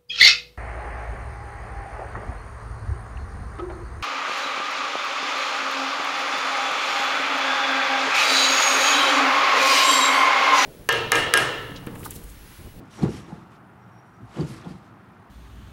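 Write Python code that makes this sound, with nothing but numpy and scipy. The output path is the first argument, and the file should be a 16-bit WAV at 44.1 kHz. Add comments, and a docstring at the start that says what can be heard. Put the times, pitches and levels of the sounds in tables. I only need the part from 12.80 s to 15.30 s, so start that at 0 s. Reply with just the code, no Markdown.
"""A jumper lands twice on a backyard trampoline: dull mat tones with soft starts and sagging pitch.
Small random jolts ring the mat and frame in a rumble, and a lighter knock follows the second landing.
Air swishes through the weave as shaped noise; springs tick and rattle in brief rings.
Behind lie far traffic hum made of noise bands, pulsing insect noise, and thin tones of a far bird."""
import sys
import numpy as np
from scipy import signal
from scipy.io import wavfile

SR = 44100
rng = np.random.default_rng(int(sys.argv[2]) if len(sys.argv) > 2 else 0)


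def magnitude_from_level(level_db):
    """Linear magnitude for a level in decibels (20 dB per decade)."""
    exponent = np.asarray(level_db, float) / 20
    return 10 ** exponent


def wav_out(sig):
    """Save sig, one row per channel (or a flat mono array), as 16-bit PCM at SR to the path in sys.argv[1]."""
    wavfile.write(sys.argv[1], SR, np.round(np.clip(np.atleast_2d(sig).T, -1, 1) * 32767).astype(np.int16))


N = 110250  # samples, 2.5 s


def rms_one(x):
    """Scale a sound to rms 1."""
    return x / np.sqrt(np.mean(x ** 2) + 1e-20)


def in_time(rows):
    """Turn the columns of a timed table into curves over all samples."""
    s, *columns = np.transpose(rows)
    return [np.interp(np.arange(N) / SR, s, c) for c in columns]


def drift(rate):
    """Smoothed random wander around zero with spread 1; a higher rate wanders faster."""
    # made at one point per 40 samples, leaving out the filter's start
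    r = np.exp(-80 * np.pi * rate / SR)
    noise = rng.standard_normal(N // 40 + 2002)
    slow = signal.lfilter([1], [1, -2 * r, r * r], noise)[2000:]
    return np.interp(np.arange(N) / 40, np.arange(len(slow)), rms_one(slow - slow.mean()))


def ring(x, hz, t60):
    """A resonance: a unit click starts a sine of height 1 that falls 60 dB in t60 (at least 2 ms)."""
    r = magnitude_from_level(-60 / (max(t60, .002) * SR))
    w = 2 * np.pi * hz / SR
    return signal.lfilter([0, np.sin(w)], [1, -2 * r * np.cos(w), r * r], x + 1e-18)


def band_pass(x, low, high):
    """Keep mainly the sound between two frequencies."""
    return signal.sosfilt(signal.butter(2, [low, high], "band", fs=SR, output="sos"), x)


def banded(spectrum, white, patchy_db, tilt_db=0):
    """Fifth-octave noise bands, each with its level, flicker and tilt about 5 kHz."""
    hzs, dbs = np.transpose(spectrum)
    together = drift(3.0)
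    edges = 22 * 2 ** np.arange(0, 9.8, 1 / 5)
    flat, out = 0, 0
    for k, (low, high) in enumerate(zip(edges, edges[1:])):
        hz = np.sqrt(low * high)
        band = band_pass(white[k % 2], low, high)  # neighbours use different noise
        level_db = np.interp(np.log(hz), np.log(hzs), dbs)
        flicker_db = patchy_db * (0.31 * together + drift(12.5))
        band = band * magnitude_from_level(level_db + flicker_db)
        flat = flat + band
        out = out + band * magnitude_from_level(tilt_db * np.log2(hz / 5000))
    return out / np.sqrt(np.mean(flat ** 2))  # rms 1 before the tilt


def whistle(rows, flutter_db, waver):
    """A thin sine with fluttering level and wavering pitch, silent outside its table."""
    hz, db = in_time(rows)
    t = np.arange(N) / SR
    on = (t > rows[0][0]) & (t < rows[-1][0])
    level = np.sqrt(2) * magnitude_from_level(db + flutter_db * drift(44))
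    cycles = np.cumsum(hz * (1 + waver * drift(170))) / SR
    return on * level * np.sin(2 * np.pi * cycles)


# colour of the yard's noise: (f/Hz, relative level/dB per Hz)
YARD_COLOUR = [(50, -20), (80, -18.5), (119, 4), (144, -16.5), (174, -1), (246, -10.5), (340, -9.5),
               (420, -15.5), (560, -19), (780, -10.5), (1000, -15), (1340, -13), (1580, -19), (3440, -38.5),
               (5300, -57.5), (8000, -49), (15500, -48.5)]


def yard_hum():
    """Far traffic hum: steady noise, strongest in the bass, with gently flickering bands."""
    return magnitude_from_level(-50) * banded(YARD_COLOUR, rng.standard_normal((2, N)), patchy_db=1.0)


# pulsing insects: (f/Hz, width/Hz, relative level/dB)
INSECTS = [(9400, 300, -85)]
CHIRR_PER_S = 38


def chirr():
    """Insects: narrow noise bands in short quick pulses that come and go."""
    out, t = 0, np.arange(N) / SR
    for hz, width_hz, db in INSECTS:
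        band = band_pass(rng.standard_normal(N), hz - width_hz / 2, hz + width_hz / 2)
        cycles = CHIRR_PER_S * t + 0.15 * drift(24)  # slightly uneven pulses
        pulses = np.maximum(np.sin(2 * np.pi * cycles), 0) ** 2
        coming_and_going = np.clip(1 + drift(6), 0, 1.2)
        out = out + 2 * magnitude_from_level(db) * rms_one(band) * pulses * coming_and_going
    return out


FLUTTER_DB = 3  # spread of the level flutter in the short and long thin notes
EDGE_S = .006  # swell and fade of each short note
# short thin notes of a far bird: (t/s, length/s, f/Hz, relative level/dB)
THIN_NOTES = [(.975, .014, 5700, -82), (1.0, .042, 5620, -77), (1.062, .036, 5600, -82),
              (1.116, .087, 5600, -74), (1.216, .014, 5670, -76), (1.247, .065, 5705, -79),
              (1.338, .018, 5717, -74), (1.37, .028, 5715, -80), (1.412, .045, 5720, -83)]


def short_notes():
    """A far bird's short notes swell and glide towards the next, nearly silent between."""
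    rows = []
    for note, following in zip(THIN_NOTES, THIN_NOTES[1:] + THIN_NOTES[-1:]):
        s, length, hz, db = note
        next_hz = following[2]
        rows += [(s - EDGE_S, hz, db - 15),
                 (s, hz, db - 4),
                 (s + length, (2 * hz + next_hz) / 3, db + 1),
                 (s + length + EDGE_S, (hz + next_hz) / 2, db - 15)]
    return whistle(rows, FLUTTER_DB, waver=0.001)


# long thin note of a far bird: (t/s, f/Hz, level/dB before flutter)
LONG_THIN_NOTE = [(.12, 5680, -72), (.165, 5660, -62), (.215, 5650, -63), (.28, 5620, -70),
                  (.345, 5600, -62), (.48, 5600, -74)]


def long_note():
    """A far bird holds a thin, high tone, slightly unsteady in pitch and level."""
    return whistle(LONG_THIN_NOTE, FLUTTER_DB, waver=.003)  # waver is a share of the pitch


TICK_T60_S, TICK_SNAP_S = .015, .002  # ringing time; time for the snap to fall to 37 %
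# spring ticks: (t/s, relative level/dB, f/Hz)
SPRING_TICKS = [(0.2244, -34, 4220), (0.242, -45, 3865), (0.4658, -50, 3760), (1.5599, -43, 3050),
                (1.6085, -39.5, 4580), (1.699, -61, 4140), (1.8449, -49, 3500), (1.882, -51, 3180),
                (1.908, -49, 4840)]


def ticks():
    """Each tick is a short bright burst of noise that also rings a spring briefly."""
    out, t = np.zeros(N), np.arange(2000) / SR
    for s, db, hz in SPRING_TICKS:
        noise = rng.standard_normal(2000)
        snap = signal.lfilter([1, -1], [1, -1.3, .45], noise) * np.exp(-t / TICK_SNAP_S)
        i = int(s * SR)
        out[i:i + 2000] += magnitude_from_level(db) * (.12 * snap + .1 * ring(snap, hz, TICK_T60_S))
    return out


RATTLES_PER_S, RATTLE_DB = 450, -11  # contacts; level against the swish curve
RATTLE_CYCLES = 24  # cycles in which a coil's ring falls 60 dB


def rattle(level_db):
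    """Tiny coil contacts, each ringing one of many springs for a moment."""
    clicks = rng.standard_normal(N) * (rng.random(N) < RATTLES_PER_S / SR)
    pitches = np.geomspace(1900, 9500, num=14)
    dealt = rng.integers(0, 14, N)  # which spring each click hits
    coils = sum(ring(clicks * (dealt == k), hz, RATTLE_CYCLES / hz) for k, hz in enumerate(pitches))
    return magnitude_from_level(level_db + RATTLE_DB) * rms_one(coils)


SWISH_GRAIN_DB, SWISH_PATCHY_DB = 1, 1.1  # fast flicker of the noise; flicker of each band
# air through the weave: (t/s, level/dB before tilt, tilt/dB per octave about 5 kHz)
SWISH_CURVE = [(.04, -67.5, -3.5), (.1, -65.5, -2.5), (.112, -54.5, -0.5), (.15, -52, -0.5), (.21, -52, -4),
               (.235, -46, -3), (.27, -52.5, -6), (.31, -51.5, -0.5), (.37, -48.5, -2.1),
               (.45, -59.5, -4.5), (.56, -60, -3), (.65, -68.5, -6), (.7, -71, -4), (.712, -63.5, -3.5),
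               (.755, -66, -4), (.8, -75, -3.5), (1.44, -72.5, -2.5), (1.57, -52.5, -4), (1.61, -50, -4),
               (1.655, -54.5, -2), (1.69, -49, 1.5), (1.78, -53, -3), (1.83, -60.5, -6), (1.9, -56.5, -2.2),
               (2.01, -68.5, -3.5), (2.065, -65.5, -3), (2.12, -73, -7.5)]
# colour of the air noise: (f/Hz, relative level/dB per Hz)
AIR_COLOUR = [(350, -68), (710, -20), (1200, 1.5), (1360, -10), (1820, -4.5), (2410, -6.5), (4730, -8.5),
              (10800, -15), (15500, -35)]


def swish():
    """Air through the weave: grainy hiss that turns brighter or duller, with the springs rattling along."""
    level_db, tilt_db = in_time(SWISH_CURVE)
    white = rng.standard_normal((2, N)) * magnitude_from_level(SWISH_GRAIN_DB * drift(114))
    air = magnitude_from_level(level_db) * banded(AIR_COLOUR, white, SWISH_PATCHY_DB, tilt_db)
    return air + rattle(level_db)


SHAKES_PER_S = 700  # average jolts to each resonance
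# shaking of mat and frame: (t/s, level/dB before tilt, tilt/dB per octave about 250 Hz)
SHAKING = [(0, -44.5, 0.5), (.14, -58, -9.5), (.19, -41.5, 6), (.225, -24.5, -8), (.25, -29, 1.5),
           (.34, -37, -3), (.45, -47.5, -4), (.5, -42, 2), (.56, -45, 1), (.7, -58, -7), (1.38, -72.5, -16),
           (1.42, -42, -11.5), (1.5, -69, -2), (1.555, -41, 5), (1.6, -25.5, -2), (1.655, -36.5, -0.5),
           (1.82, -49, -1.5), (1.855, -41, 4), (1.9, -41.5, 0.7), (2.01, -52.5, -1.5), (2.5, -60, -8)]
# resonances of mat and frame: (f/Hz, relative level/dB, t60/s)
MAT_MODES = [(62.3, -32, 0.51), (123.4, -1.5, 0.083), (160, -0.5, 0.028), (190, 6.5, 0.037),
             (271.5, -0.5, 0.059), (336, 1.5, 0.057), (416, -6.5, 0.038), (491, -7.5, 0.056),
             (587, -2.5, 0.016), (727, -3.5, 0.015), (863, -5, 0.03), (1087, -15, 0.029),
             (1406, -14.5, 0.055), (1776, -44.5, 0.096)]


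def rumble():
    """Small random jolts ring the mat's resonances; the rumble turns brighter or duller along its table."""
    level_db, tilt_db = in_time(SHAKING)
    steady, shaken = 0, 0
    for hz, db, t60 in MAT_MODES:
        jolts = rng.standard_normal(N) * (rng.random(N) < SHAKES_PER_S / SR)
        steady = steady + magnitude_from_level(db) * ring(jolts, hz, t60)
        shake_db = db + level_db + tilt_db * np.log2(hz / 250)
        shaken = shaken + ring(jolts * magnitude_from_level(shake_db), hz, t60)
    return shaken / np.sqrt(np.mean(steady ** 2))  # as if the steady rumble had rms 1


RISE_CYCLES = 1  # soft onset
SAG_HZ, SAG_S = 116, 0.0048  # extra starting pitch of a 0 dB blow; time for it to fall to 37 %
SAG_FOLLOWS = 0.17  # harder blows stretch the mat more: dB of extra pitch per dB of blow
# blows on the mat: (t/s, relative level/dB, settled f/Hz, t60/s)
BLOWS = [(0.028, -43.5, 254, 0.059), (0.077, -39, 148, 0.059), (.229, -30, 737, 0.055),
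         (0.228, -4, 172.4, 0.048), (.238, -13.5, 308.6, 0.041), (.249, -18, 129, 0.094),
         (.254, -23, 406.6, 0.051), (0.28, -25.5, 190, 0.022), (0.289, -23, 319.7, 0.038),
         (0.314, -27, 114, 0.045), (.46, -39.5, 268, 0.045), (.522, -43.5, 840, 0.053),
         (.523, -21.5, 166, 0.057), (1.402, -25, 148.7, 0.031), (1.59, -13.5, 144, 0.057),
         (1.594, -24, 306, 0.061), (1.611, -25, 342, 0.041), (1.615, -45, 67.4, 0.39),
         (1.628, -22, 142, 0.075), (1.861, -29.5, 307, 0.029), (1.866, -18.5, 161, 0.039),
         (1.903, -29, 166, 0.066), (1.947, -35.5, 173, 0.081)]


def thumps():
    """Each blow is a soft-edged membrane tone: its pitch starts higher while the mat is stretched."""
    out = np.zeros(N + SR)  # room for the last tails
    t = np.arange(SR // 2) / SR
    for s, db, hz, t60 in BLOWS:
        sag_hz = SAG_HZ * magnitude_from_level(SAG_FOLLOWS * db)
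        phase = 2 * np.pi * (hz * t + sag_hz * SAG_S * (1 - np.exp(-t / SAG_S)))
        rise = 1 - np.exp(-(t * hz / RISE_CYCLES) ** 2)
        i = int(s * SR)
        out[i:i + len(t)] -= 2 * magnitude_from_level(db - 60 * t / t60) * np.sin(phase) * rise
    return out[:N]


# echoes from fence and shed: (delay t/s, level/dB)
FENCE_AND_SHED = [(0.051, -16), (0.082, -23)]


def with_echoes(near):
    """Fence and shed return later, quieter copies of a sound with the treble dulled."""
    dull = signal.lfilter([.2], [1, -.8], near)
    out = near
    for s, db in FENCE_AND_SHED:
        out = out + magnitude_from_level(db) * np.concatenate([np.zeros(int(s * SR)), dull])[:N]
    return out


def scene():
    """Add the trampoline to the yard; only thumps and ticks have outdoor echoes."""
    yard = yard_hum() + chirr() + short_notes() + long_note()
    near = with_echoes(ticks() + thumps())
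    return (yard + swish() + rumble() + near)[None]


def roll_off(x):
    """The treble ends steeply here."""
    return signal.sosfilt(signal.butter(12, 15690, fs=SR, output="sos"), x)


def record(dry):
    """A phone microphone cuts the bass steeply below 52 Hz."""
    bass_cut = signal.butter(8, 52, "high", fs=SR, output="sos")
    mix = signal.sosfilt(bass_cut, dry)
    return roll_off(mix)


dry = scene()
out = record(dry)
wav_out(out)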